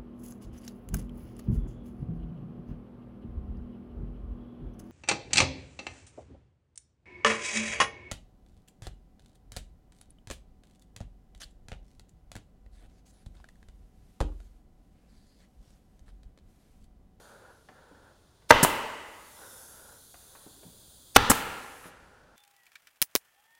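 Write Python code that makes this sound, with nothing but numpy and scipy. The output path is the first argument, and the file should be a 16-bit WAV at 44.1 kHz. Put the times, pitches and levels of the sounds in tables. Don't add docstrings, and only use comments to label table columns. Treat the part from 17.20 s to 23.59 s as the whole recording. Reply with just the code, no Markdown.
import sys
import numpy as np
from scipy import signal
from scipy.fft import rfft, irfft, next_fast_len
from scipy.io import wavfile

SR = 44100
rng = np.random.default_rng(int(sys.argv[2]) if len(sys.argv) > 2 else 0)


def unload_wav(signal):
    wavfile.write(
        sys.argv[1],
        SR,
        np.round(np.clip(np.atleast_2d(signal).T, -1, 1) * 32767).astype(np.int16),
    )


N = 281799
TIME = np.arange(N) / SR
SHOT_TIME = np.arange(2 * SR) / SR
FAST_FROM_S = 5.16


def from_db(db):
    return 10 ** (np.asarray(db) / 20)


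def rms_one(x):
    return x / np.sqrt(np.mean(x ** 2) + 1e-20)


def at_hz(points, hz):
    f, value = np.transpose(points)
    return np.interp(np.log(np.maximum(hz, 1)), np.log(f), value)


def noise(spectrum, size=N):
    padded = next_fast_len(size)
    hz = np.fft.rfftfreq(padded, 1 / SR)
    white = rfft(rng.standard_normal(padded))
    coloured = irfft(white * from_db(at_hz(spectrum, hz)), padded)
    return rms_one(coloured[:size])


def drift(rate_hz):
    knots = np.arange(0, N / SR + 1, 1 / rate_hz)
    return np.interp(TIME, knots, rng.standard_normal(len(knots)))


def burst(t, rise_s, hold_s, t60_s):
    return np.clip(t / rise_s, 0, 1) * from_db(-60 * np.clip((t - hold_s) / t60_s, 0, 4))


def swell(middle_s, half_s):
    return np.exp(-((TIME - middle_s) / half_s) ** 2)


def add(out, start_s, sound):
    at = round(start_s * SR)
    out[at:at + len(sound)] += sound[:N - at]


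def dying(sound, t, build_s=0.004):
    # hz, level_db, t60_s
    hall = np.array([(60, 3, .9), (160, 0.5, 0.92), (450, -1, 1.35), (1000, 1, 1.35), (2000, 1.5, 1.42),
                     (3620, 1, 1.05), (7500, -3, 1.5), (15000, 2, 0.77)])
    hz = np.fft.rfftfreq(len(t), 1 / SR)
    spectrum, out = rfft(sound), 0
    for share, (_, level_db, t60_s) in zip(np.eye(len(hall)), hall):
        band = irfft(spectrum * at_hz(np.c_[hall[:, 0], share], hz))
        out = out + from_db(level_db) * band * burst(t, build_s, 0.02, t60_s)
    return out


def workshop(x):
    echo = dying(rng.standard_normal(len(SHOT_TIME)), SHOT_TIME)
    return signal.fftconvolve(x, echo / np.sqrt(np.sum(echo ** 2)))[:len(x)]


def shop_rumble():
    # hz, relative_db
    rumble_colour = [(25, -9.5), (55, -0.5), (100, -5), (200, -10), (500, -14), (1400, -23.5), (2200, -30),
                     (3700, -29), (5600, -28.5), (8000, -40), (16000, -45)]
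    return from_db(-63) * noise(rumble_colour)


def cloth_slide():
    # hz, relative_db
    cloth_colour = [(90, -22.5), (200, -9.5), (380, -5), (520, 2.5), (700, -4), (950, -2), (1200, -8.5),
                    (1430, 2.5), (1700, -6.5), (2000, -17.5), (3000, -22.5), (6000, -41.5)]
    # start_s, length_s, level_db
    strokes = [(-.1, 0.4, -56), (0.5, 0.39, -60.5), (2.156, 0.1, -52.5), (2.278, 0.47, -58),
               (2.945, 0.3, -66.5), (4.61, .56, -62)]
    rest_db, attack_s, t60_s = -76, 0.068, 0.49
    power = from_db(rest_db) ** 2
    for start_s, length_s, level_db in strokes:
        stroke = from_db(level_db) * burst(TIME - start_s, attack_s, length_s, t60_s)
        power = power + stroke ** 2
    grain_db = -1.0 * drift(90)
    return np.sqrt(power) * rms_one(noise(cloth_colour) * from_db(grain_db))


def bumps():
    # start_s, level_db, centre_hz, t60_s
    contacts = [(.4868, -48, 1204, .06), (.492, -48.5, 423.3, .1), (.712, -49, 261, .1),
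                (1.222, -59.5, 1200, .04), (2.215, -55, 900, 0.055), (2.942, -48.5, 1102, 0.055),
                (3.151, -49.5, 1092, .07), (3.264, -46, 300, 0.089), (3.431, -51.5, 700, .08),
                (3.452, -45.5, 169.5, 0.14), (4.641, -49.5, 1500, 0.27), (4.656, -45, 300, 0.1)]
    out = np.zeros(N)
    for start_s, level_db, hz, t60_s in contacts:
        colour = [(hz / 8, -14), (hz / 2, -2), (hz, 0), (hz * 2, -9), (hz * 6, -30), (hz * 12, -55)]
        contact = noise(colour, len(SHOT_TIME)) * burst(SHOT_TIME, .001, 0.0012, t60_s)
        add(out, start_s, from_db(level_db) * contact)
    return out + from_db(-4.0) * workshop(out)


def leak_controls():
    # middle_s, half_length_s, tilt (0-1), change_db
    swings = [(0, .22, 0.4, 10.5), (0.386, .16, .6, 1), (2.372, .22, .3, 5), (2.502, 0.6, .65, 0),
              (3.102, .25, .1, 0.5), (4.62, .24, .8, -2), (5.097, .15, .3, -7)]
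    weep_db, hiss_db = -72.0, -57.0
    from_s, open_s, shut_s, shut_t60_s = 1.5, 0.65, 4.68, .17
    hiss = burst(TIME - from_s, open_s, shut_s - from_s, shut_t60_s)
    flow_db = 20 * np.log10(np.hypot(from_db(weep_db), from_db(hiss_db) * hiss))
    gain_db = 2 * swell(shut_s, .025)
    tilt = 0
    for middle_s, half_s, lean, change_db in swings:
        gain_db = gain_db + change_db * swell(middle_s, half_s)
        tilt = tilt + lean * swell(middle_s, half_s)
    return flow_db, gain_db, np.clip(tilt, 0, 1)


def air_leak():
    # hz, relative_db
    upright_colour = [(1350, -62), (2300, -32), (2710, -17.5), (2930, -16), (3210, -5.5), (3450, -1),
                      (3770, -3.5), (4740, -5), (5530, -14.5), (6450, -5), (7640, -6), (8290, -9),
                      (9440, 0.5), (10200, -6.5), (11700, -13), (14900, -6.5), (16000, -15)]
    tilted_colour = [(1500, -30.5), (2600, -17), (3700, -7.5), (4400, -11.5), (5700, -3), (7300, -3.5),
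                     (8400, -5), (10200, 2.5), (11800, -3), (13500, -6), (15000, -12.5), (16000, -17)]
    echo_delays = (0.00067, .00038)
    echo_share, lag_per_tilt, wobble = 0.23, 0.67, .11
    patchy_db, dull_per_hz = 0.5, .00005
    flow_db, gain_db, tilt = leak_controls()
    jet = np.sqrt(1 - tilt) * noise(upright_colour) + np.sqrt(tilt) * noise(tilted_colour)
    for delay_s in echo_delays:
        lag_s = delay_s * (1 + lag_per_tilt * tilt + wobble * np.sqrt(tilt) * drift(6))
        jet = jet + echo_share * np.sqrt(tilt) * np.interp(TIME - lag_s, TIME, jet)
    padded, centres_hz = next_fast_len(N), np.linspace(3000, 16000, 24)
    spectrum, hz, out = rfft(jet, padded), np.fft.rfftfreq(padded, 1 / SR), 0
    for centre_hz, share in zip(centres_hz, np.eye(len(centres_hz))):
        band = irfft(spectrum * np.interp(hz, centres_hz, share), padded)[:N]
        bright_db = dull_per_hz * (centre_hz - 7000) * (flow_db + 59)
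        out = out + band * from_db(bright_db + patchy_db * drift(9))
    return from_db(flow_db + gain_db) * rms_one(out)


def whistles():
    # middle_s, half_length_s, pitch_hz, glide_hz_per_s, level_db
    glides = [(5.201, .055, 3530, 200.5, -69), (5.241, 0.2, 814, -110, -75.5),
              (5.422, .08, 1930, -260, -70), (6.103, .14, 1780, -19, -77),
              (6.203, 0.047, 824, 1299.5, -73.5), (6.3, 0.17, 3330, 800, -78.5),
              (6.33, .06, 1823, 448, -63), (6.329, .08, 912, 346, -74.5)]
    waver_hz, flicker_db = 10, 3.0
    out = 0
    for middle_s, half_s, hz, glide, level_db in glides:
        pitch_hz = hz + glide * (TIME - middle_s) + waver_hz * drift(120)
        tone = np.sqrt(2) * np.sin(2 * np.pi * np.cumsum(pitch_hz) / SR)
        out = out + from_db(level_db + flicker_db * drift(36)) * swell(middle_s, half_s) * tone
    return out


def small_ticks():
    per_s, first_db, spread_db, settle_db_per_s, ring_db = 14, -46.5, 2, 9, -17
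    chance = rng.random((40, 2))
    after_s = (np.arange(len(chance)) + chance[:, 0]) / per_s
    level_db = first_db - settle_db_per_s * after_s + spread_db * (2 * chance[:, 1] - 1)
    return [(s, db, ring_db) for s, db in zip(FAST_FROM_S + after_s, level_db) if s < TIME[-1]]


def fast_motion():
    # hz, relative_db
    rumble_colour = [(24, -33), (40, -2), (290, -8.5), (630, -3), (733, 1.5), (1020, -1), (1590, 1),
                     (3220, -2), (3740, -8.5), (14800, -9), (16000, -9)]
    tick_colour = [(100, -16), (900, -23.5), (2000, -2), (3500, -1), (6000, -3.5), (9000, -3),
                   (16000, -8.5)]
    ring_colour = [(200, -32.5), (950, -26), (1400, -6.5), (1800, -1.5), (2080, -12), (2300, 2), (2550, -7),
                   (3200, -9.5), (5000, -13.5), (16000, -38)]
    # start_s, level_db (before snap and ring gains), ring_db (woody share)
    ticks = [(5.178, -40.5, -18), (5.236, -43, -22), (5.276, -45, -25), (5.3636, -45.5, -29),
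             (5.465, -44, -8), (5.517, -50, -3.5), (5.554, -40, 0), (5.6706, -39.5, -6), (6.3496, -47, -16)]
    flutter_db = 2.0 * drift(150)
    out = from_db(-68.5) * noise(rumble_colour) * from_db(flutter_db)
    crackle_db = 12.0 * np.minimum(drift(150), 2)
    out += from_db(-91.0) * noise(tick_colour) * from_db(crackle_db)
    size = len(SHOT_TIME)
    for start_s, level_db, ring_db in ticks + small_ticks():
        snap = from_db(-12.5) * noise(tick_colour, size) * burst(SHOT_TIME, 0.0013, 0.002, 0.02)
        ring = from_db(ring_db - 5.5) * noise(ring_colour, size) * burst(SHOT_TIME, 0.0017, 0.0019, 0.058)
        add(out, start_s, from_db(level_db) * (snap + ring))
    return out + whistles()


def overload(x, top=1.0):
    return x / (1 + (x / top) ** 4) ** (1 / 4)


def frame_ring(t, spot):
    # pitch_hz, near_db (spot 0), far_db (spot 1), t60_s
    modes = [(101, -20.5, -27, 0.11), (263, -18.5, -14, 0.033), (473, -10.5, -20, 0.036),
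             (627, -7, -17, 0.023), (800, -15.5, -8, .025), (908, -6, -13.5, 0.029),
             (1247, -8.5, -4, 0.012), (1425, -10.5, -8.5, 0.022), (1586, -6.5, -14, 0.016),
             (1775, -10.5, -11, 0.0091), (1993, -7.5, -22.5, 0.012), (2583, -25, -15, .02),
             (2970, -24.5, -12.5, 0.013), (3560, -21.5, -10, 0.013), (4380, -29.5, -19.5, 0.011),
             (6060, -23.5, -13.5, 0.0091)]
    rise_s, push_s = .0007, .006
    t, out = np.maximum(t, 0), 0
    for k, (hz, near_db, far_db, t60_s) in enumerate(modes):
        strength = (-1) ** k * from_db(near_db + spot * (far_db - near_db))
        out = out + strength * np.sin(2 * np.pi * hz * t) * burst(t, rise_s, push_s, t60_s)
    return out


def shot(blow_db, spot, crack_db, rebound_db, exhaust_s, exhaust_db, home_s, knock_db, gust_db, room_db, lead_s):
    # hz, relative_db
    valve_colour = [(100, -20), (1500, -4.5), (5500, 0), (10000, -4.5), (16000, -17)]
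    crack_colour = [(40, -7.5), (150, 3.5), (500, 0), (1500, 2.5), (3500, -9), (7000, -12.5), (16000, -19)]
    puff_colour = [(35, -14.5), (110, 6), (300, 3), (600, -6.5), (1700, -1.5), (2400, -21), (4000, -18.5),
                   (5600, -11.5), (6600, -10), (7600, -5.5), (9000, -5), (11300, -9.5), (14900, -13),
                   (16000, -16)]
    knock_colour = [(60, -11.5), (300, 2), (1200, 5.5), (2000, -10.5), (3000, -8.5), (8000, -19),
                    (16000, -40.5)]
    gust_colour = [(3, -13), (10, -10), (20, -1.5), (35, -14.5), (110, -9), (250, -29), (1000, -61)]
    # hz, relative_db
    boom_near = [(35, -50.5), (60, -25), (76, -25.5), (256, -9), (330, -9), (593, -4.5), (732, -13.5),
                 (882, -2), (1780, -16), (2000, -7.5), (2250, -18), (2970, -9.5), (3340, -18),
                 (3580, -17.5), (16000, -43.5)]
    boom_far = [(35, -48.5), (60, -20.5), (176, -12.5), (256, -5), (371, -13), (480, 0.5), (666, -22),
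                (785, -0.5), (1170, -8), (1380, 0), (1510, -12.5), (1700, -4.5), (2000, -14.5), (3500, -12),
                (16000, -41.5)]
    # hz, relative_db
    near_colour = [(500, -21.5), (3000, -10.5), (7500, -1.5), (11000, -2), (16000, -6.5)]
    vent_colour = [(60, 5.5), (300, 8.5), (1500, 0), (2800, 2.5), (5000, -19.5), (8000, -6.5), (11000, -11),
                   (16000, -13)]
    t, size = SHOT_TIME - lead_s, len(SHOT_TIME)
    since_exhaust = t - exhaust_s
    valve = from_db(-30.0) * noise(valve_colour, size) * burst(t + .018, .014, .018, .02) ** 2
    blow = from_db(blow_db) * frame_ring(t, spot) + from_db(rebound_db) * frame_ring(t - .015, spot)
    crack = from_db(crack_db) * noise(crack_colour, size) * burst(t - .001, 0.00077, 0.0049, 0.014)
    puff = from_db(exhaust_db) * noise(puff_colour, size) * burst(since_exhaust, .004, 0.009, 0.06)
    knock = from_db(knock_db) * noise(knock_colour, size) * burst(t - home_s, 0.00025, 0.00051, 0.021)
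    push = burst(t, 0.0023, 0.031, 0.28) + from_db(-13.5) * burst(since_exhaust, 0.0042, 0.0096, 0.05)
    gust = from_db(gust_db) * noise(gust_colour, size) * push
    boom = np.sqrt(1 - spot) * noise(boom_near, size) + np.sqrt(spot) * noise(boom_far, size)
    echo = from_db(room_db) * dying(boom, t) + from_db(-20.5) * workshop(blow)
    echo += from_db(exhaust_db - 22.0) * dying(noise(vent_colour, size), since_exhaust)
    near_envelope = burst(since_exhaust - .01, .01, 0.019, 0.39)
    echo += from_db(exhaust_db - 22.5) * noise(near_colour, size) * near_envelope
    return valve + blow + crack + puff + knock + gust + echo


def stapler(lead_s):
    # exhaust_db, home_s (piston, after the blow), knock_db, gust_db, room_db
    normal_shots = [(1.3055, 2.5, 0.01, -9, -14, 0.1222, -12.5, .1422, -13.5, -31, -23),
                    (3.961, -2, 0.99, -2.5, -24, 0.1358, -12, .1545, -10, -28, -26)]
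    fast_shots = [(5.8175, -28, 0.73, 4.5, -29, .137, -12.5, .152, -10.5, -36.5, -23.5),
                  (5.9528, -6, 0.9, -1.4, -35, 0.144, -12.5, .16, -11, -26, -28.5)]
    speed_up = 20
    out = np.zeros(N)
    for start_s, *settings in normal_shots:
        add(out, start_s - lead_s, shot(*settings, lead_s))
    for start_s, *settings in fast_shots:
        squeezed = signal.resample_poly(overload(shot(*settings, lead_s)), 1, speed_up)
        add(out, start_s - lead_s / speed_up, from_db(5.0) * squeezed)
    return out


def scene():
    lead_s = .02
    normal = shop_rumble() + cloth_slide() + bumps() + air_leak()
    background = np.where(TIME < FAST_FROM_S, normal, fast_motion())
    return (background + stapler(lead_s))[None]


def record(dry):
    cutoff_hz = 15900
    low_pass = signal.ellip(10, .1, 70, cutoff_hz, fs=SR, output="sos")
    return signal.sosfilt(low_pass, overload(dry))


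dry = scene()
out = record(dry)
unload_wav(out)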